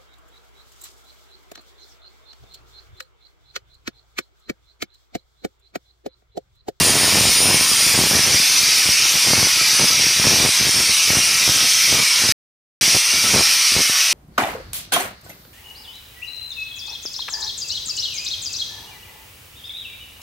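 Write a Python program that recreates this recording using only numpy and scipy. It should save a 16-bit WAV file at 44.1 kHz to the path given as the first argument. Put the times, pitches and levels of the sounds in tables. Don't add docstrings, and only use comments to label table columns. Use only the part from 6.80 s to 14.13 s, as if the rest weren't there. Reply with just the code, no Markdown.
import sys
import numpy as np
from scipy import signal
from scipy.fft import rfft, irfft
from scipy.io import wavfile
from scipy.ndimage import uniform_filter1d

SR = 44100
rng = np.random.default_rng(int(sys.argv[2]) if len(sys.argv) > 2 else 0)


def volts_from_db(level):
    exponent = np.asarray(level, float) / 20
    return 10 ** exponent


def wrap_up_sound(samples):
    columns = np.atleast_2d(samples).T
    tamed = np.clip(columns, -1, 1)
    steps = np.round(tamed * 32767).astype(np.int16)
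    wavfile.write(sys.argv[1], SR, steps)


N = 323253


def evened(x):
    return x / np.sqrt(np.mean(abs(x) ** 2) + 1e-20)


def read(points, hz):
    f, value = np.transpose(points)
    return np.interp(np.log(hz + 1), np.log(f + 1), value)


def curve(rows, t):
    s, value = np.transpose(rows)
    return np.interp(t, s, value)


def blurred(shape, frames, bins=1):
    field = uniform_filter1d(rng.standard_normal(shape), size=frames, axis=0)
    return evened(uniform_filter1d(field, size=bins, axis=1))


def wander(samples):
    return blurred((N, 1), frames=samples)[:, 0]


def ringing(modes, hz):
    return sum(db / (1 + (2 * (hz - f) / width) ** 2) for f, width, db in modes)


# frequency in Hz, density in dB per Hz.
FREE_SPECTRUM = [(590, -39), (1000, -10.5), (1480, -10.5), (2330, -3), (4230, -6), (5080, 0), (6460, -5.5),
                 (6990, -9), (7930, -9.5), (9200, -5.5), (9630, -8.5), (9970, -10), (12000, -17.5),
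                 (13400, -11), (15400, -25)]
# frequency in Hz, density in dB per Hz.
CUT_SPECTRUM = [(590, -45), (1000, -15.5), (1330, -12.5), (1640, -12), (2310, -2.5), (2930, -5),
                (3680, -5.5), (5560, 0), (6240, -3.5), (6840, -10.5), (7660, -11.5), (8990, -8),
                (11400, -17.5), (12800, -16.5), (15400, -26)]
# frequency in Hz, density in dB per Hz.
BASS_SKIRT = [(30, -40.5), (150, -34.5), (400, -25.5), (750, -20)]
# time in seconds, share on the stone from 0 to 1.
CONTACT = [
    (0, 0),
    (1.22, 0.25),
    (1.58, 1),
    (7.33, 1),
]
# frequency in Hz, width in Hz, height in
# dB (negative for a dip).
DISC_RINGS = [(1315, 21, 6.5), (2400, 120, 1), (4210, 120, -2.5), (5620, 87, 3.5), (6014, 80, 3.5),
              (8800, 200, 3), (10130, 830, 3), (13100, 1300, 2.5), (15500, 380, 10.5)]
# frequency in Hz, width in Hz, height in dB.
FREE_HUMPS = [(14150, 700, 2.5), (15400, 400, 6.5)]
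# time in seconds, hiss level in dB.
HAND_PRESSURE = [(0.3, -17.5), (0.64, -18.5), (1.12, -16.5), (1.3, -18.5), (1.65, -16), (2.35, -17),
                 (3.02, -17), (3.38, -18), (3.5, -16), (3.76, -18), (3.96, -17), (4.5, -17), (5.1, -17),
                 (5.32, -18), (6.11, -15.5), (6.24, -19), (6.65, -17), (7.33, -18)]


def hiss(room=0.46, patchy_db=1.0, grit_db=0.17, tremor_db=0.38, middle_db=-18):
    hop = 512
    shape, hz = (N // hop + 5, 1025), np.fft.rfftfreq(2048, 1 / SR)
    t = np.arange(shape[0]) * hop / SR
    level_db = curve(HAND_PRESSURE, t)[:, None] + tremor_db * blurred((len(t), 1), frames=6)
    push_db = level_db - middle_db
    contact = curve(CONTACT, t)[:, None]
    free = 1 - contact
    free_db = read(BASS_SKIRT + FREE_SPECTRUM[1:], hz) + ringing(FREE_HUMPS, hz)
    cut_db = read(BASS_SKIRT + CUT_SPECTRUM[1:], hz) + ringing(DISC_RINGS, hz)
    colour_db = free * free_db + contact * cut_db

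    body, fine = read([(3200, 1), (4200, 0)], hz), read([(6500, 0), (8000, 1)], hz)
    moving_db = body * (-0.5 * free - 0.57 * push_db)
    moving_db = moving_db + fine * (-0.1 * free - 0.35 * push_db)
    moving_db += fine * blurred(shape, frames=5, bins=160)

    drift = blurred(shape, frames=14, bins=2) + 1j * blurred(shape, frames=14, bins=2)
    echoes = abs(1 + room * (1 - 0.24 * fine) * drift)
    z = (rng.standard_normal(shape) + 1j * rng.standard_normal(shape)) * echoes
    z *= volts_from_db(colour_db + moving_db + patchy_db * blurred(shape, frames=8, bins=25))
    main = (hz > 4000) & (hz < 6500)
    share = np.sum(abs(z[:, main]) ** 2) / np.sum(abs(z) ** 2)
    sound = evened(signal.istft(z.T, nperseg=2048, noverlap=2048 - hop)[1][:N]) / np.sqrt(share)

    shake_db = grit_db * wander(300)
    return sound * volts_from_db(np.interp(np.arange(N) / SR, t, level_db[:, 0]) + shake_db)


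def resonate(x, hz, width):
    turn, r = np.exp(2j * np.pi * np.cumsum(hz) / SR), np.exp(-np.pi * width / SR)
    return 2 * (turn * signal.lfilter([1 - r], [1, -r], x / turn)).real


# multiple of the whistle pitch, level in dB.
GEAR_TONES = [(.955, -8), (.916, -11), (.751, -9), (.712, -8), (.598, -11), (1.36, -18)]
# time in seconds, level in dB.
WHISTLE_LEVEL = [(0, -27), (.08, -21.5), (.25, -23.5), (.39, -33), (.5, -24), (.63, -18.5), (.8, -22),
                 (1.2, -27), (1.6, -34)]
WHISTLE_NULLS = [.14, .36, .715, .79, .86, .955, 1.15, 1.25, 1.33, 1.39]


def motor(gear_width=18, bite_s=1.13, quiet_s=1.6):
    t = np.arange(N) / SR
    loaded_s = np.clip(t - bite_s, 0, quiet_s - bite_s)
    hz = 9526 - 116 * np.exp(-t / .25) - 1500 * loaded_s ** 1.5
    contact = curve(CONTACT, t)
    noise = rng.standard_normal(N)
    fuzz = .12 + .6 * contact
    tone = np.sqrt(2) * np.sin(2 * np.pi * np.cumsum(hz) / SR)
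    tone += fuzz * evened(resonate(noise, hz, 35))
    for s in WHISTLE_NULLS:
        tone *= np.tanh((t - s) / .018)
    gears = np.zeros(N)
    for multiple, db in GEAR_TONES:
        come_and_go = volts_from_db(db + 2.5 * wander(6000))
        gears += come_and_go * evened(resonate(noise, multiple * hz, gear_width))
    alive = np.clip((quiet_s - t) / .05, 0, 1)
    return alive * (volts_from_db(curve(WHISTLE_LEVEL, t) + .8) * tone + volts_from_db(-25) * (1 - contact) * gears)


# start in seconds, length in seconds, level in dB.
GUSTS = [(0.0, 0.51, -24), (0.604, 0.17, -24), (.8, .05, -35.5), (.895, 0.04, -40.5), (1.062, .06, -35.5),
         (1.143, .12, -23.5), (1.304, 0.097, -24.5), (1.44, .13, -28.5), (2.05, .06, -34.5),
         (2.347, 0.021, -30), (2.444, 0.22, -25.5), (2.8, 0.024, -34.5), (2.998, 0.046, -24.5),
         (3.103, .17, -32.5), (3.39, 0.028, -32), (3.442, 0.23, -23), (3.8, 0.085, -30.5),
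         (3.937, 0.099, -32), (4.09, 0.028, -38), (4.276, 0.13, -28), (4.677, 0.032, -23.5),
         (4.754, .1, -38.5), (5.084, .14, -30), (5.425, 0.074, -28.5), (6.01, 0.09, -31),
         (6.131, 0.034, -24.5), (6.337, 0.04, -31), (6.438, .09, -30), (6.538, 0.076, -23),
         (6.919, 0.088, -30.5)]
# time in seconds, level in dB.
BREEZE = [(0, -25.5), (1.55, -40), (1.75, -37), (2.3, -41.5), (3.2, -38.5), (3.75, -43), (4.0, -36),
          (4.2, -46), (4.55, -37.5), (5.2, -45), (5.3, -51), (5.45, -35.5), (6.15, -41), (6.22, -56),
          (6.4, -37), (6.7, -46), (6.85, -58), (7.33, -58)]


def gusting(t, rise_s=0.004, fall_s=0.0092, lumps_db=2.2):
    power = volts_from_db(2 * curve(BREEZE, t))
    for s, length, db in GUSTS:
        edge = np.minimum((t - s) / rise_s, (s + length - t) / fall_s)
        power = power + volts_from_db(2 * db) * np.exp(-np.minimum(edge, 0) ** 2)
    return np.sqrt(power) * volts_from_db(lumps_db * wander(1400) - 0.5)


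def bump(fall_ms, rise_ms=.17):
    u = np.arange(-100, 400) / SR * 1000
    return np.where(u < 0, np.exp(-.5 * (u / rise_ms) ** 2), np.exp(-(abs(u) / fall_ms) ** 2.3))


def eddy(scale, fall_ms=1.0):
    return bump(fall_ms * scale ** 1.3, .17 * scale) + .8 * bump(.2, .09)


# time in seconds, signed peak pressure, size factor.
POPS = [(0.154, 0.18, 1.4), (0.2328, -0.27, 0.6), (0.4542, -0.29, 2.3), (0.7442, -0.2, 0.9),
        (0.8105, 0.18, 0.63), (1.1436, 0.094, 1.0), (1.19, -0.39, 1.5), (1.2389, 0.31, 1),
        (1.3505, -0.23, 1.8), (1.393, 0.21, 1.4), (1.545, -0.19, 2), (2.09, 0.17, 1.8),
        (2.3537, 0.079, 1.1), (2.5345, -0.57, 0.5), (2.629, 0.28, 1.3), (3.0304, 0.11, 0.89),
        (3.398, 0.2, 1.4), (3.47, 0.41, 1.0), (3.6496, -0.37, 1.1), (3.811, 0.18, 2), (4.3042, 0.3, 1.3),
        (4.37, 0.29, 2.4), (4.6922, -0.21, 1.9), (5.127, 0.25, 0.8), (5.4908, 0.2, 1.1), (6.147, 0.22, 1.2),
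        (6.543, 0.34, 0.72), (6.5963, 0.26, 1.5), (6.965, 0.3, 1.6), (7.097, 0.12, 1.0)]
# time in seconds, signed peak
LONE_POPS = [(.009, 0.36), (.0726, .19), (.3468, -0.21), (.4094, 0.27), (0.5208, 0.048), (6.4422, .12),
             (6.6097, 0.17), (0.9168, 0.13), (1.0654, 0.071), (1.4824, 0.068), (1.6, 0.11), (1.832, -0.072),
             (1.888, 0.057), (2.058, 0.079), (2.2582, 0.047), (2.451, 0.033), (2.8138, 0.1), (2.931, 0.063),
             (3.2413, 0.09), (3.2672, 0.071), (3.69, -0.17), (3.869, .13), (3.8926, .13), (4.0034, -0.11),
             (4.0951, 0.12), (4.761, 0.082), (4.828, 0.081), (5.2003, .11), (5.4386, 0.13), (6.0795, 0.12)]
EDDY_SIZES = (.65, .95, 1.25, 1.6)


def draught(per_s=400, spread_db=3.0, small_db=-4, eddies_per_s=90, eddy_spread_db=3.0, eddy_db=-3,
            uneven_db=5, vent_hz=85, cut_hz=55, slow_lag=0.32, lone_size=1.2):
    air = gusting(np.arange(N) / SR)
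    chance, kind = rng.random(N), rng.random(N)
    signs = np.where(rng.random(N) < .6, 1., -1.)
    size = np.minimum(rng.exponential(1, N), 2.2)

    train = (chance < per_s / SR) * signs * volts_from_db(spread_db * size)
    sharp = signal.oaconvolve(train * (kind < .7), bump(0.32, 0.059))[:N]
    slow_train = train * evened(air ** -slow_lag) * (kind >= .7)
    small = sharp + .6 * signal.oaconvolve(slow_train, bump(3.7, 0.93))[:N]

    shed = np.cumsum(eddies_per_s / SR * volts_from_db(uneven_db * wander(300)))
    train = (np.diff(np.floor(shed), prepend=0) > 0) * signs * volts_from_db(eddy_spread_db * size)
    group = (kind * len(EDDY_SIZES)).astype(int)
    common = np.zeros(N)
    for k, scale in enumerate(EDDY_SIZES):
        common += signal.oaconvolve(train * (group == k), eddy(scale))[:N]

    big = np.zeros(N + 500)
    for s, peak, scale in POPS + [(s, peak, lone_size) for s, peak in LONE_POPS]:
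        big[round(s * SR):][:500] += peak * eddy(scale)

    vent = signal.butter(2, vent_hz, "high", fs=SR, output="sos")
    loose = volts_from_db(small_db) * evened(signal.sosfilt(vent, small))
    loose += volts_from_db(eddy_db) * evened(signal.sosfilt(vent, common))
    rumble = signal.sosfilt(vent, big[100:N + 100]) + air * loose
    return signal.lfilter(*signal.butter(2, cut_hz, "high", fs=SR), rumble)


def scene():
    mono = hiss() + motor() + draught()
    return np.array([mono, mono])


# centre time in seconds, low edge in Hz, high edge in Hz.
STRAY_BANDS = [(0.025, 11025, 12446), (0.859, 11670, 13135), (0.926, 4608, 5727), (0.928, 12403, 13824),
               (1.442, 5081, 7622), (1.443, 9603, 11068), (1.789, 5081, 6330), (2.071, 13092, 14513),
               (2.138, 4608, 5770), (2.139, 10335, 11670), (2.693, 10981, 12403), (3.09, 4565, 5770),
               (3.462, 8914, 10379), (3.88, 13135, 14470), (3.926, 8225, 9689), (4.181, 13049, 14470),
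               (4.182, 4177, 5211), (4.412, 10292, 12403), (5.367, 8225, 9689), (5.494, 4651, 6373),
               (6.55, 8914, 10379), (6.552, 10981, 12403)]


def stray_bands(x):
    frame, hz = np.hanning(2048), np.fft.rfftfreq(2048, 1 / SR)
    for s, low_hz, high_hz in STRAY_BANDS:
        at = max(round(s * SR) - 1024, 0)
        part = rfft(x[0, at:at + 2048] * frame) * ((hz > low_hz) & (hz < high_hz))
        apart = irfft(part * np.exp(2j * np.pi * rng.random(len(hz)))) * frame
        x[:, at:at + 2048] += 1.5 * np.outer([1, -1], apart)
    return x


def band_limit(x):
    return signal.sosfilt(signal.butter(12, 15530, fs=SR, output="sos"), x)


# start in seconds, end in seconds.
DROPOUT = (5.5222, 6.0109)


def record(dry):
    t = np.arange(N) / SR
    soft = dry / (1 + (abs(dry) / .82) ** 3) ** (1 / 3)
    low_pass = signal.firwin(801, 15500, window=("kaiser", 8), fs=SR)
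    soft = stray_bands(signal.oaconvolve(soft, low_pass[None], "same"))
    live = soft * ((t < DROPOUT[0]) | (t > DROPOUT[1]))
    return band_limit(live)


dry = scene()
out = record(dry)
wrap_up_sound(out)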